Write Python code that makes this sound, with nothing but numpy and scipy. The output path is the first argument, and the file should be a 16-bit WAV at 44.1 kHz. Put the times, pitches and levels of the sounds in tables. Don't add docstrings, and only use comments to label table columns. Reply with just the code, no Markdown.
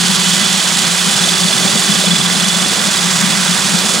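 import sys
import numpy as np
from scipy.fft import rfft, irfft
from scipy.io import wavfile
from scipy.ndimage import uniform_filter1d

SR = 44100
rng = np.random.default_rng(int(sys.argv[2]) if len(sys.argv) > 2 else 0)


def wav_record(signal):
    frames = np.transpose(np.atleast_2d(signal))
    bounded = np.clip(frames, -1, 1)
    quanta = np.round(bounded * 32767).astype(np.int16)
    wavfile.write(sys.argv[1], SR, quanta)


N = 176400
T = np.arange(N) / SR
HZ = np.maximum(np.arange(N // 2 + 1) * SR / N, 1)
GEAR_RATIO, PINION_TEETH = 18.58, 9

# time_s, speed_hz
MOTOR_SPEED = [(0, 379.3), (.2, 379.6), (.55, 381.3), (.8, 381.2), (1.1, 380.9), (1.4, 382.6),
               (1.75, 382.9), (1.95, 382.2), (2.25, 382.9), (2.8, 381.9), (3.3, 380), (3.6, 380.8),
               (4, 380.8)]
HUM_ORDERS = [(0, 2), (0, 3), (0, 4), (1, 0), (2, -1), (2, 0), (2, 1), (3, 0)]
# level_db, pan_db (pan is left minus right throughout)
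HUM_LEVELS = [(-62, 6), (-61, 17), (-62, 19), (-40.5, -18), (-42, -5.5), (-51, -21), (-42, -9), (-41.5, 9)]
# time_s, gain_db
HUM_SWELL = [(0, 1), (.76, -1.5), (1.55, 3.5), (2.25, 1.5), (3.25, -2.5), (3.5, 0), (4, 1)]

# place_turns, width_turns, whine_gain_db, rasp_share
BINDS = [(0.42, 0.059, 1, 0.13), (0.27, 0.047, -11, 0.17), (0.84, 0.068, -22, 0.26),
         (0.066, 0.088, -33, 0.25)]
# time_s, gain_db
WHINE_ENVELOPE = [(0, -21), (.3, -20), (.7, -22), (.95, -22), (1.25, -15.5), (1.85, -17), (2.2, -14.5),
                  (2.65, -17.5), (3.2, -22), (3.55, -19.5), (4, -23)]
# time_s, level_db
BUZZ_ENVELOPE = [(0, -23.5), (.5, -23.5), (1.1, -27), (1.7, -29.5), (2.4, -26.5), (3.1, -32), (4, -30)]
# pitch_hz, width_hz, gain_db
GEARBOX_MODES = [(3042, 58, -2), (3060, 180, -9), (3335, 250, -1), (3470, 200, -6), (4120, 360, -3)]
# time_s, gain_db
RASP_ENVELOPE = [(0, -14.5), (.35, -14), (.7, -14.5), (1.1, -14.5), (1.85, -14), (2.2, -15.5), (3.0, -15),
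                 (3.6, -15), (4, -15)]
# freq_hz, gain_db
RASP_SPECTRUM = [(1410, -12), (2400, -5), (2830, -5.5), (2970, -4.5), (3210, -5.5), (3340, -5),
                 (3420, -1.5), (3560, -3.5), (3640, -3), (3760, -3.5), (4570, -4), (5390, -5.5),
                 (7500, -4.5), (10100, -11), (11600, -16.5), (13100, -17.5), (13800, -24), (14900, -23),
                 (15700, -22)]

# time_s, level_db
WHISTLE_ENVELOPE = [(0, -33), (.5, -30), (.65, -43), (1.15, -36), (1.33, -27.5), (1.55, -31), (1.8, -27),
                    (1.95, -36), (2.4, -48), (4, -46)]
# time_s, gain_db
AIR_ENVELOPE = [(0.0, -22.5), (0.02, -22.5), (0.98, -22), (2.35, -22.5), (3.58, -21), (4.0, -23)]
# freq_hz, gain_db
AIR_SPECTRUM = [(470, -29), (800, -0.5), (910, -3.5), (977, 0.5), (1040, -2), (1130, -2.5), (1560, 1.5),
                (1800, -1), (1960, 0), (2170, -3.5), (2500, 2.5), (3250, -18), (5500, -120)]
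HOUSING_HZ = [990, 1165, 1570, 2014, 5010, 7550, 15250]
# width_hz, level_db, pan_db
HOUSING_MODES = [(43, -47.5, -14), (97, -36.5, -7), (250, -47, -19), (30, -36.5, -12), (70, -35.5, -12),
                 (600, -34, -2), (220, -52, 0)]

# pitch_hz, width_hz, gain_db
BUCKET_MODES = [(138.3, 11.6, -16), (177.3, 14.7, -0.5), (196.1, 24, -5.5), (220.7, 15.4, -11.5)]
# time_s, gain_db
BOOM_ENVELOPE = [(0, -19.5), (.4, -21), (.8, -23), (1.3, -21.5), (1.8, -20.5), (2.2, -19), (2.6, -20.5),
                 (2.95, -23.5), (3.25, -17.5), (3.6, -21.5), (4, -21.5)]
# time_s, gain_db
SURGES = [(.1, 4), (.156, -4), (.185, 3), (.25, -4), (.284, 3), (.631, -16), (.882, 3), (.977, -11),
          (1.097, 5), (1.13, -2.5), (1.258, 4), (1.365, -5), (1.463, 5), (1.516, -5), (1.664, 5.5),
          (1.713, -4), (1.747, 4.5), (1.834, -9), (1.905, 5.5), (2.03, -8), (2.085, 3), (2.134, 6.5),
          (2.17, -3), (2.21, 6), (2.52, -6), (2.734, -10), (2.86, 4), (2.968, -3), (3.24, 4.5),
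          (3.453, -3.5), (3.487, 3), (3.744, 7), (3.797, -4)]

# time_s, gain_db
CHURN_ENVELOPE = [(0, -33.5), (.8, -34), (1.3, -32), (1.7, -30.5), (2.1, -32.5), (2.5, -32.5), (2.75, -31),
                  (3.2, -33), (4, -31)]
# freq_hz, gain_db
CHURN_SPECTRUM = [(25, -26), (70, -20), (110, -11), (260, -1), (340, 0), (450, -2.5), (600, 0.5),
                  (800, -0.5)]
# start_s, pitch_hz, gain_db
LARGE_SLOPS = [(1.272, 600, -15), (1.5, 570, -13), (1.648, 520, -14), (1.752, 490, -13),
               (2.037, 560, -12.5), (2.077, 474, -14), (2.72, 315, -19), (2.728, 473, -17),
               (2.83, 620, -21), (2.883, 605, -21)]

# freq_hz, correlation
MIC_CORRELATION = [(60, .68), (160, .93), (270, .85), (360, .58), (550, .78), (850, .75), (1150, .93),
                   (1600, .91), (2600, .8), (4000, .91), (8500, .96), (9900, .92), (11000, .52),
                   (13000, .86), (14600, .35), (15700, .85)]
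# freq_hz, pan_db
MIC_PAN = [(60, -1), (120, 24), (260, 0), (420, -6), (620, -3.5), (900, -9.5), (1900, -7), (3800, -4),
           (7500, -3), (10000, -0.5), (15000, -1)]
# freq_hz, lead_rad
MIC_LEAD = [(85, .4), (170, .1), (280, .15), (380, 1.6), (480, .5), (650, .4), (770, 1.2), (1020, .9),
            (1200, .45), (1800, .6), (2700, .3), (3450, .35), (6000, .15), (10000, -.1), (11000, -1.1),
            (12100, -2.9), (14000, -3.4), (15200, -6)]


def from_db(db):
    return 10 ** (np.asarray(db) / 20)


def unit_rms(x):
    return x / np.sqrt(np.mean(np.abs(x) ** 2) + 1e-20)


def in_time(rows):
    return np.interp(T, *np.transpose(rows))


def at_hz(rows):
    hz, value = np.transpose(rows)
    return np.interp(np.log(HZ), np.log(hz), value)


def pan(db):
    half_db = np.atleast_1d(db) / 2
    return np.array([from_db(half_db), from_db(-half_db)])


def drift(corner_hz):
    return unit_rms(irfft(rfft(rng.standard_normal(N)) / (1 + (HZ / corner_hz) ** 2), N))


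def resonance(hz, width_hz):
    detune = (HZ ** 2 - hz ** 2) / (HZ * width_hz)
    return unit_rms(irfft(rfft(rng.standard_normal(N)) / (1 + 1j * detune / np.sqrt(2)) ** 2, N))


def rough_tone(cycles, jitter_rad, jitter_hz, flutter_db):
    flutter = from_db(flutter_db * drift(150))
    return unit_rms(flutter * np.sin(2 * np.pi * cycles + jitter_rad * drift(jitter_hz)))


def stereo_noise(spectrum, low_hz, high_hz):
    mid, side = rfft(rng.standard_normal((2, N)))
    correlation = np.clip(at_hz(MIC_CORRELATION), -.95, .99)
    side = side * np.sqrt((1 - correlation) / (1 + correlation))
    gain = from_db(at_hz(spectrum)) / np.sqrt((1 + (low_hz / HZ) ** 16) * (1 + (HZ / high_hz) ** 16))
    noise = irfft(np.array([mid + side, mid - side]) * gain * pan(at_hz(MIC_PAN)), N)
    return noise / noise.mean(0).std()


def motor_hum(motor_turns, shaft_turns, waver_db=0.5):
    lines = 0
    for (motor_multiple, shaft_multiple), (db, pan_db) in zip(HUM_ORDERS, HUM_LEVELS):
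        amplitude = np.sqrt(2) * from_db(db + waver_db * drift(1.7))
        cycles = motor_multiple * motor_turns + shaft_multiple * shaft_turns + rng.random()
        lines += pan(pan_db) * amplitude * np.sin(2 * np.pi * cycles)
    return from_db(in_time(HUM_SWELL)) * lines


def bind(shaft_turns, place_turns, width_turns):
    offset_turns = (shaft_turns - place_turns + .5) % 1 - .5
    return np.exp(-.5 * (offset_turns / width_turns) ** 2)


def gear_whine(motor_turns, shaft_turns, rise_hz=4, free_db=-38, uneven_db=1.5, pan_db=-8.5):
    load = sum(from_db(db) * bind(shaft_turns, place, width) for place, width, db, _ in BINDS)
    shaft_hz = np.mean(in_time(MOTOR_SPEED)) / GEAR_RATIO
    twist_cycles = rise_hz / (2 * np.pi * shaft_hz) * np.sin(2 * np.pi * (shaft_turns - BINDS[0][0]))
    tooth_cycles = PINION_TEETH * motor_turns + twist_cycles
    tone = rough_tone(tooth_cycles, jitter_rad=0.3, jitter_hz=70, flutter_db=1.5)
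    drive = from_db(free_db) + from_db(in_time(WHINE_ENVELOPE) + uneven_db * drift(15)) * load
    wheel_hz, wheel_width_hz = 3444, 100
    wheel = 1 / (1 + 2j * (HZ - wheel_hz) / wheel_width_hz)
    return pan(pan_db) * irfft(rfft(drive * tone) * wheel, N)


def tooth_load(shaft_turns):
    return 1 + sum(share * bind(shaft_turns, place, width) for place, width, _, share in BINDS)


def gear_buzz(shaft_turns, pan_db=-7.5):
    ring = unit_rms(sum(from_db(db) * resonance(hz, width_hz) for hz, width_hz, db in GEARBOX_MODES))
    return pan(pan_db) * from_db(in_time(BUZZ_ENVELOPE)) * unit_rms(tooth_load(shaft_turns)) * ring


def gear_rasp(shaft_turns, trim_db=-0.61, grit_db=1.22, flutter_db=0.72):
    grit = from_db(grit_db * drift(400) + flutter_db * drift(46))
    pulse = unit_rms(tooth_load(shaft_turns) * grit)
    hiss = stereo_noise(RASP_SPECTRUM, low_hz=2470, high_hz=17000)
    return from_db(in_time(RASP_ENVELOPE) + trim_db) * pulse * hiss


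def fan_whistle(motor_turns, motor_multiple=12, pan_db=-3):
    tone = rough_tone(motor_multiple * motor_turns, jitter_rad=0.9, jitter_hz=30, flutter_db=2.5)
    return pan(pan_db) * from_db(in_time(WHISTLE_ENVELOPE)) * tone


def housing_air(trim_db=-0.5, flutter_db=1.13):
    flow = from_db(in_time(AIR_ENVELOPE) + trim_db + flutter_db * drift(45))
    rush = flow * stereo_noise(AIR_SPECTRUM, low_hz=784, high_hz=2370)
    ring = sum(pan(pan_db) * from_db(db) * resonance(hz, width_hz)
               for hz, (width_hz, db, pan_db) in zip(HOUSING_HZ, HOUSING_MODES))
    return rush + ring


def bucket_boom(shaft_turns, trim_db=-2.0, surge_width_s=.016, low_cut_hz=126, pan_db=8):
    ring = unit_rms(sum(from_db(db) * resonance(hz, width_hz) for hz, width_hz, db in BUCKET_MODES))
    power = uniform_filter1d(ring ** 2, size=3000)
    ring = unit_rms(ring / power ** 0.29)
    surge_db = sum(db * np.exp(-.5 * ((T - time_s) / surge_width_s) ** 2) for time_s, db in SURGES)
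    push = 1 - 0.092 * np.cos(2 * np.pi * (shaft_turns - 0.47))
    wall = from_db(in_time(BOOM_ENVELOPE) + surge_db + trim_db) * push * ring
    return pan(pan_db) * irfft(rfft(wall) / np.sqrt(1 + (low_cut_hz / HZ) ** 10), N)


def glaze_churn(trim_db=2.5, lump_db=1.5):
    gain = from_db(in_time(CHURN_ENVELOPE) + trim_db + lump_db * drift(37))
    return gain * stereo_noise(CHURN_SPECTRUM, low_hz=20, high_hz=785)


def slop(start_s, pitch_hz, gain_db, decay_s=0.035, decay_db=38, chirp=0.15, width_hz=90):
    age = np.arange(int(3 * decay_s * SR)) / SR / decay_s
    shake_rad = np.cumsum(rng.standard_normal(len(age))) * np.sqrt(2 * np.pi * width_hz / SR)
    sweep_rad = 2 * np.pi * pitch_hz * decay_s * (age + chirp * age ** 2)
    envelope = from_db(gain_db - decay_db * age) * (1 - np.exp(-15 * age))
    note = envelope * np.sin(sweep_rad + uniform_filter1d(shake_rad, size=90))
    return np.pad(note, (int(start_s * SR), N))[:N]


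def glaze_slops(small_count=70, small_gain_db=13.5, spread_db=10):
    loudest_db = in_time(CHURN_ENVELOPE) + small_gain_db
    small = [(when * N / SR, 330 * 3 ** pitch, loudest_db[int(when * N)] - spread_db * softness)
             for when, pitch, softness in rng.random((small_count, 3))]
    return sum(slop(*row) for row in list(LARGE_SLOPS) + small)


def scene():
    motor_turns = np.cumsum(in_time(MOTOR_SPEED) + 0.06 * drift(8)) / SR
    shaft_turns = motor_turns / GEAR_RATIO
    gears = gear_whine(motor_turns, shaft_turns) + gear_buzz(shaft_turns) + gear_rasp(shaft_turns)
    mixer = motor_hum(motor_turns, shaft_turns) + gears + fan_whistle(motor_turns) + housing_air()
    return mixer + bucket_boom(shaft_turns) + glaze_churn() + glaze_slops()


def record(dry, cutoff_hz=15800):
    phase_shift = np.exp(.5j * np.outer([1, -1], at_hz(MIC_LEAD)))
    clipped = np.clip(irfft(rfft(dry) * phase_shift, N), -1, 1)
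    return irfft(rfft(clipped) / np.sqrt(1 + (HZ / cutoff_hz) ** 400), N)


dry = scene()
out = record(dry)
wav_record(out)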